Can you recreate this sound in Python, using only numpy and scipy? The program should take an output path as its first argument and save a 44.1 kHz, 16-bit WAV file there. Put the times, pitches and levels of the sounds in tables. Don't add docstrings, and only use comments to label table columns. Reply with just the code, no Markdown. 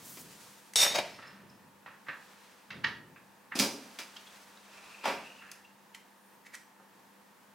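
import sys
import numpy as np
from scipy import signal
from scipy.fft import rfft, irfft, next_fast_len
from scipy.io import wavfile
from scipy.ndimage import uniform_filter1d, minimum_filter1d

SR = 44100
rng = np.random.default_rng(int(sys.argv[2]) if len(sys.argv) > 2 else 0)


def persist_wave(psi):
    counts = np.round(np.clip(psi, -1, 1) * 32767).astype(np.int16)
    wavfile.write(sys.argv[1], SR, np.atleast_2d(counts).T)


N = 332514
TIME = np.arange(N) / SR
KEY_STRIKE_S, KEY_SEATED_S, KEY_PIVOT_HZ = .7578, .94, 5000

# pitch_hz, level_db
FREE_KEY_MODES = [(3617, -28), (3683, -39), (3748, -40), (3812, -40), (4466, -41), (5299, -42), (5420, -44),
                  (5588, -36), (5637, -31.5), (6438, -39), (6619, -35), (7710, -36.5), (8367, -38),
                  (9223, -38), (10310, -41), (14003, -43), (14205, -39)]
SEATED_KEY_MODES = [(565, -44), (603, -41), (655, -44), (721, -44), (3770, -38.5), (4528, -43), (5400, -43),
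                    (6550, -46)]
# start_s, strength_db, tilt_db_per_octave (about the pivot), hold_s
FREE_KEY_STRIKES = [(0.758, -2, -2, 0.02), (.802, -2, 1, 0.036), (0.866, -11, -3, 0.02)]
SEATING_STRIKES = [(0.948, 2.5, -0.5, 0.0074), (.987, -11, -4, 0.0035)]
# start_s, level_db, boom_db, body_db,
# bright_db, scrape_s, chatter_s, pan_db
CLUNK_BLOWS = [ (.172, -48, 9, -4, 13, 0.0037, 0.033, 1.5), (.866, -31, -10, -8, -1, 0.014, 0.018, 1.5),
               (.959, -28.5, -9, 1, 14, 0.026, 0.025, 3), (.988, -26.5, -6, 3, 8, 0.022, 0.03, 0.5),
               (3.555, -33.5, 15, 3, 19, 0.0042, 0.26, -1.5), (3.591, -27, 8, -4, 26, 0.0041, 0.036, -3.5),
               (3.598, -22.5, 13.5, -3, 22.5, 0.0026, 0.11, -1.5),
               (3.620, -34, 11, 2, -6, 0.0029, 0.098, 2), (3.671, -42, 24, 9, -10, 0.037, 0.14, 5),
               (3.988, -38.5, -3, -6, 14, 0.0005, 0.08, -1), (5.043, -37, -8, -3, 2, 0.012, 0.044, 1),
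               (5.056, -26.5, -9, 5.5, 3.5, 0.0065, 0.13, -1.5),
               (5.080, -34.5, 8.5, 0, 6.5, 0.026, 0.14, 0)]
# start_s, level_db, body_db, bright_db, scrape_s, chatter_s
LIGHT_BLOWS = [ (1.189, -48, 3, -26, .006, .015), (1.224, -50, 4.5, 0, 0.0011, 0.32),
               (1.861, -45.5, 6.5, -8, 0.0026, 0.12), (2.070, -50, -2, -15, 0.011, 0.026),
               (2.085, -36.5, -1.5, -12.5, 0.0014, 0.075), (2.705, -41, -5.5, 3, .002, 0.098),
               (2.844, -25, -4, -2, 0.0057, 0.011), (2.870, -39, 8.5, 10, 0.024, 0.06),
               (3.161, -54, -8, -12, 0.0018, 0.069), (3.5205, -37.5, -1.5, -19, 0.0076, 0.059),
               (4.165, -49, -3, 20, 0.0009, .012), (5.420, -51, -5, -19, 0.017, 0.21),
               (6.799, -56.5, 24, -16, .007, 0.034)]
# start_s, level_db, bright_db, scrape_s, chatter_s
FILE_TICKS = [ (0.7359, -47.5, 1, .001, 0.007), (5.516, -46, 3, 0.0024, 0.0083),
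              (5.948, -47.5, -7, 0.0019, 0.021), (6.468, -51.5, -10, 0.025, 0.018),
              (6.545, -44, -11.5, 0.016, 0.023), (6.552, -50, 9, 0.0024, 0.012)]
# pitch_hz, width_hz, lift_db
CASING_RESONANCES = [(240, 20, 0), (288, 22, 3), (410, 45, -2), (552, 30, 0), (660, 30, 1), (920, 60, -3),
                     (2350, 160, -1), (4950, 240, 4), (5830, 40, 2)]
LIGHT_PART_RESONANCES = [(985, 90, -7), (1830, 240, -5), (2710, 130, 1), (2960, 90, -6)]
FILE_RESONANCES = [(1870, 260, -0.5), (5020, 250, -9)]
# frequency_hz, gain_db
RATTLE_SPECTRUM = [(40, -52), (130, -17.5), (300, -13.5), (600, -2.5), (1200, -9.5), (2300, -0.5),
                   (3300, -4), (4900, 0.5), (7000, -6), (9500, -6), (12000, -11), (15500, -26)]
CLUNK_SPECTRUM = [(40, -39.5), (110, -16.5), (220, -2.5), (350, -6), (560, -0.5), (900, 0), (1300, -1.5),
                  (1700, -1.5), (2600, -4.5), (3400, -10.5), (5000, -19.5), (7000, -24), (10000, -27.5),
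                  (15500, -36)]
KNOCK_SPECTRUM = [(60, -23), (170, -6), (400, -14), (800, -9.5), (1300, 2), (1800, 1), (2800, -7),
                  (4000, -10), (6000, -22.5), (8000, -39), (15000, -58)]
TICK_SPECTRUM = [(300, -31), (1400, -13), (2000, -2.5), (3200, -12), (4200, -7.5), (6500, -5.5),
                 (9000, -9.5), (12500, -15.5), (15500, -24.5)]
# peak_s, pitch_hz, level_db, half_length_s, width_hz
STEEL_TOUCHES = [(0.929, 3785, -38, .018, 110), (1.145, 5330, -65, .03, 90), (1.279, 5300, -57, 0.011, 90),
                 (1.501, 5220, -61, 0.006, 700), (2.884, 10850, -71, .026, 70),
                 (4.169, 3146, -48, 0.007, 450), (4.274, 3350, -53, 0.007, 900),
                 (4.575, 3800, -56, .003, 1100), (5.651, 2746, -55, 0.0052, 400),
                 (5.948, 3050, -48.5, 0.004, 450)]
# start_s, hold_s, level_db, treble_db
RUSTLE_MOVES = [(0, 0.47, -57, 3.5), (2.21, 0.28, -57.5, -10), (3.834, 0.58, -54.5, -6.5),
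                (4.774, 0.53, -53, -16)]
# start_s, hold_s, level_db
WEIGHT_SHIFTS = [(0, 0.28, -59), (0.912, 0.089, -55), (1.348, 0.24, -62.5), (2.731, 0.16, -51.5),
                 (5.083, 0.019, -59)]
# time_s, pitch_hz, level_db
RASP_GLIDE = [(4.6, 2530, -81), (4.78, 2510, -62.5), (5.0, 2560, -56.5), (5.258, 2680, -54),
              (5.38, 2730, -59), (5.55, 2630, -59.5), (5.62, 2640, -87)]
# peak_s, top_hz, level_db, half_length_s, sag_hz
SQUEAL_ARCHES = [(1.11, 13700, -74, .09, 1500), (6.27, 9400, -75, .14, 250), (6.33, 13650, -76, .16, 550)]
# pitch_hz, level_db
HUM_PARTIALS = [(199.5, -70.5), (500.5, -77.5), (899, -75.5)]
# frequency_hz, gain_db
RUSTLE_SPECTRUM = [(200, -7), (500, 3), (1400, 5.5), (3000, 2), (6000, 1), (9000, -1), (15000, -7.5)]
BUMP_SPECTRUM = [(25, -22.5), (50, -20), (70, -8.5), (130, 2), (200, 4.5), (320, -3), (600, -9),
                 (2000, -55)]
AIR_SPECTRUM = [(30, -40.5), (168, -10.5), (192, -6.5), (307, -9.5), (432, -12), (492, -12), (747, -12),
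                (897, -6), (1330, -13.5), (1820, -12), (2020, -17), (3780, -23), (6370, -25.5),
                (15500, -28)]
# frequency_hz, t60_s
REVERB_TIMES = [(100, 0.5), (300, 0.6), (1000, 0.42), (3000, 0.38), (7000, 0.36), (15000, 0.31)]
# frequency_hz, gain_db
STEREO_WIDTH = [(250, -12), (700, -5), (2000, -2), (12000, 0.5)]


def key_ring(seated_t60_s=.25):
    free = steel_ring(FREE_KEY_MODES, FREE_KEY_STRIKES, t60_s=.28)
    seated = steel_ring(SEATED_KEY_MODES, SEATING_STRIKES, t60_s=.19)
    return free * decay(TIME - KEY_SEATED_S, seated_t60_s) + seated


def steel_ring(modes, strikes, t60_s, t60_slope=.15, shake_db=3.0, waver_rad=.5, spread_db=1.2):
    out = np.zeros((2, N))
    live = (TIME > KEY_STRIKE_S) & (TIME < KEY_STRIKE_S + 1)
    t = TIME[live]
    for hz, db in modes:
        mode_t60_s = t60_s * (KEY_PIVOT_HZ / hz) ** t60_slope
        energy = 0
        for s, strength_db, tilt_db, hold_s in strikes:
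            strength = undb(strength_db + tilt_db * np.log2(hz / KEY_PIVOT_HZ))
            energy += ((t > s) * strength * decay(t - s - hold_s, mode_t60_s)) ** 2
        phase = 2 * np.pi * hz * (t - KEY_STRIKE_S) + waver_rad * walk(70)[live]
        ring = np.sqrt(2 * energy) * np.sin(phase)
        out[:, live] += pan(spread_db * rng.standard_normal()) * undb(db + shake_db * walk(60)[live]) * ring
    return out


def key_rattle(width_hz=35, lift_db=12):
    crack = undb(-19) * swell(KEY_STRIKE_S, hold_s=0, attack_s=.00098, release_s=.018)
    sliding = undb(-24.5) * swell(.7934, hold_s=.041, attack_s=.044, release_s=.043)
    firming = undb(-25.5) * swell(.83, hold_s=.012, attack_s=.027, release_s=.3)
    strongest_db = max(db for _, db in FREE_KEY_MODES)
    modes = [(hz, width_hz, lift_db + (db - strongest_db) / 2) for hz, db in FREE_KEY_MODES]
    skitter = colour(grains(N, spread_db=3.0) + undb(-6.5) * rng.standard_normal((2, N)), RATTLE_SPECTRUM)
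    steel = unit(resonate(skitter, modes))
    body = butterworth(unit(skitter), 1, 1500, "low")
    return steel * crack + (TIME > KEY_STRIKE_S) * (steel * sliding + body * firming)


def clunks():
    return blows(CLUNK_BLOWS, CLUNK_SPECTRUM, CASING_RESONANCES,
                 crack_db=-5, crack_s=.0013, side_db=-10, spread_db=1)


def knocks(boom_over_body_db=-2, pan_db=-2):
    rows = [(s, db, body_db + boom_over_body_db, body_db, bright_db, scrape_s, chatter_s, pan_db)
            for s, db, body_db, bright_db, scrape_s, chatter_s in LIGHT_BLOWS]
    return blows(rows, KNOCK_SPECTRUM, LIGHT_PART_RESONANCES,
                 crack_db=-2, crack_s=.0084, side_db=-12, spread_db=2, detune=.07)


def file_ticks(pan_db=-1.5):
    rows = [(s, db, 0, 0, bright_db, scrape_s, chatter_s, pan_db)
            for s, db, bright_db, scrape_s, chatter_s in FILE_TICKS]
    return blows(rows, TICK_SPECTRUM, FILE_RESONANCES,
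                 crack_db=-4.5, crack_s=.0013, side_db=-14.5, spread_db=-3.5)


def blows(rows, spectrum, modes, crack_db, crack_s, side_db, spread_db, detune=0):
    out = np.zeros((2, N + 2 * SR))
    lead = SR // 8
    t = (np.arange(SR) - lead) / SR
    before, after = np.maximum(-t, 0), np.maximum(t, 0)
    crack = undb(crack_db) * (t >= 0) * np.exp(-after / crack_s)
    for s, db, boom_db, body_db, bright_db, scrape_s, chatter_s, pan_db in rows:
        contact = 10 ** (-before / scrape_s - after / chatter_s) + crack
        mid = grains(SR, spread_db)
        side = undb(side_db) * rng.standard_normal(SR)
        force = contact * np.array([mid + side, mid - side])
        tone = [(60, boom_db / 2), (260, boom_db), (700, body_db), (2000, 0), (5500, bright_db)]
        shifted = [(hz * (1 + detune * rng.uniform(-1.2, 1)), width, lift) for hz, width, lift in modes]
        hit = resonate(colour(colour(force, spectrum), tone), shifted)
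        loudest_rms = np.sqrt(uniform_filter1d(np.mean(hit ** 2, axis=0), size=441).max())
        start = int(s * SR)
        out[:, start:start + SR] += hit / loudest_rms * undb(db) * pan(pan_db)
    return out[:, lead:lead + N]


def squeaks(scuff_db=-9, scuff_q=1.8):
    out = 0
    for s, hz, db, half_s, width_hz in STEEL_TOUCHES:
        tone = np.sqrt(2) * np.sin(2 * np.pi * hz * TIME + walk(2 * width_hz))
        scuff = unit(signal.lfilter(*signal.iirpeak(hz, scuff_q, fs=SR), rng.standard_normal(N)))
        out += undb(db) * np.exp(-((TIME - s) / half_s) ** 2) * (tone + undb(scuff_db) * scuff)
    return out


def brush():
    hiss = unit(butterworth(stereo_noise(N, side_db=-17), 4, 4800, "high"))
    return hiss * undb(-49.5 + 1.8 * walk(39)) * swell(.057, hold_s=.16, attack_s=.06, release_s=.061)


def rustle(treble_hz=4000):
    noise = unit(colour(stereo_noise(N, side_db=-8), RUSTLE_SPECTRUM))
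    treble = butterworth(noise, 1, treble_hz, "high")
    out = 0
    for s, hold_s, db, treble_db in RUSTLE_MOVES:
        shaded = noise - treble + undb(treble_db) * treble
        out += undb(db) * swell(s, hold_s, attack_s=.29, release_s=.57) * shaded
    return out * undb(.93 * walk(46))


def bumps():
    load = sum(undb(db) * swell(s, hold_s, attack_s=.053, release_s=.45)
               for s, hold_s, db in WEIGHT_SHIFTS)
    rumble = unit(colour(stereo_noise(N, side_db=-13.5), BUMP_SPECTRUM))
    return rumble * load * undb(1.6 * walk(22))


def rasp(width_hz=380, grain_db=2, grains_per_s=55):
    s, hz, db = np.transpose(RASP_GLIDE)
    friction = butterworth(stereo_noise(N, side_db=-13), 3, width_hz / 2, "low")
    ring = friction * np.sin(2 * np.pi * np.cumsum(np.interp(TIME, s, hz)) / SR)
    return unit(ring * undb(grain_db * walk(grains_per_s))) * undb(np.interp(TIME, s, db))


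def squeals(waver_hz=110):
    out = 0
    for s, top_hz, db, half_s, sag_hz in SQUEAL_ARCHES:
        away = np.minimum(((TIME - s) / half_s) ** 2, 10)
        hz = top_hz - sag_hz * away + waver_hz * walk(400)
        out += undb(db) * np.exp(-away) * np.sqrt(2) * np.sin(2 * np.pi * np.cumsum(hz) / SR)
    return out


def motor_hum():
    return sum(undb(db + 1.1 * walk(9.2)) * np.sqrt(2) * np.sin(2 * np.pi * hz * TIME + .7 * walk(3.1))
               for hz, db in HUM_PARTIALS)


def shop_air(level_db=-60.3):
    return unit(colour(stereo_noise(N, side_db=-5.5), AIR_SPECTRUM)) * undb(level_db + .53 * walk(9))


def room(x, wet_db, side_db=-9, build_s=.00058):
    t, hz = TIME[:SR], np.arange(SR // 2 + 1)
    field, tail = rfft(stereo_noise(SR, side_db)), 0
    for low_hz in 2 ** np.arange(4, 15):
        octave = irfft(field * ((hz >= low_hz) & (hz < 2 * low_hz)), SR)
        tail += octave * decay(t, at(REVERB_TIMES, low_hz * np.sqrt(2)))
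    tail = unit(tail * (1 - np.exp(-t / build_s))) / np.sqrt(SR)
    return x + undb(wet_db) * signal.fftconvolve(x, tail, axes=1)[:, :N]


def microphone_pair(x):
    mid, side = (x[0] + x[1]) / 2, (x[0] - x[1]) / 2
    side = irfft(rfft(side) * undb(at(STEREO_WIDTH, np.arange(N // 2 + 1) * SR / N)), N)
    return np.array([mid + side, mid - side])


def resonate(x, modes):
    return x + sum(undb(db) * signal.lfilter(*signal.iirpeak(hz, hz / width_hz, fs=SR), x)
                   for hz, width_hz, db in modes)


def colour(x, spectrum):
    n = x.shape[-1]
    size = 2 * next_fast_len(n // 2 + 1024)
    cepstrum = irfft(np.log(undb(at(spectrum, np.arange(size // 2 + 1) * SR / size))))
    cepstrum[1:size // 2] *= 2
    return irfft(rfft(x, size) * np.exp(rfft(cepstrum[:size // 2], size)))[..., :n]


def butterworth(x, order, cutoff_hz, kind):
    return signal.sosfilt(signal.butter(order, cutoff_hz, kind, fs=SR, output="sos"), x)


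def swell(s, hold_s, attack_s, release_s):
    return 10 ** (-np.maximum(s - TIME, 0) / attack_s - np.maximum(TIME - s - hold_s, 0) / release_s)


def decay(t, t60_s):
    return np.exp(-np.log(1000) * np.maximum(t, 0) / t60_s)


def grains(n, spread_db):
    return unit(rng.standard_normal(n) * undb(spread_db * np.minimum(rng.exponential(size=n), 5)))


def stereo_noise(n, side_db):
    mid, side = rng.standard_normal((2, n))
    return unit(mid + undb(side_db) * np.array([side, -side]))


def walk(rate_hz):
    knots = rng.standard_normal(int(N / SR * rate_hz) + 2)
    return np.interp(TIME * rate_hz, np.arange(len(knots)), knots)


def pan(db):
    return undb(np.array([[db], [-db]]) / 2)


def at(points, hz):
    frequency_hz, value = np.transpose(points)
    return np.interp(np.log(hz + 1), np.log(frequency_hz), value)


def undb(db):
    return 10 ** (np.asarray(db) / 20)


def unit(x):
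    return x / np.sqrt(np.mean(x ** 2))


def scene():
    key = key_ring() + room(key_rattle(), wet_db=-9)
    parts = room(clunks(), wet_db=-10) + room(knocks(), wet_db=-3.5)
    touches = room(file_ticks() + squeaks(), wet_db=-4)
    handling = brush() + rustle() + bumps() + rasp() + squeals()
    return microphone_pair(key + parts + touches) + handling + motor_hum() + shop_air()


def record(dry, ceiling_db=-5.5, bottom_hz=50, top_hz=15900):
    sound = butterworth(dry, 2, bottom_hz, "high")
    needed_gain = 1 / np.maximum(np.abs(sound).max(axis=0) / undb(ceiling_db), 1)
    gain = uniform_filter1d(minimum_filter1d(needed_gain, size=89), size=89)
    return signal.sosfilt(signal.ellip(10, .2, 70, top_hz, fs=SR, output="sos"), sound * gain)


dry = scene()
out = record(dry)
persist_wave(out)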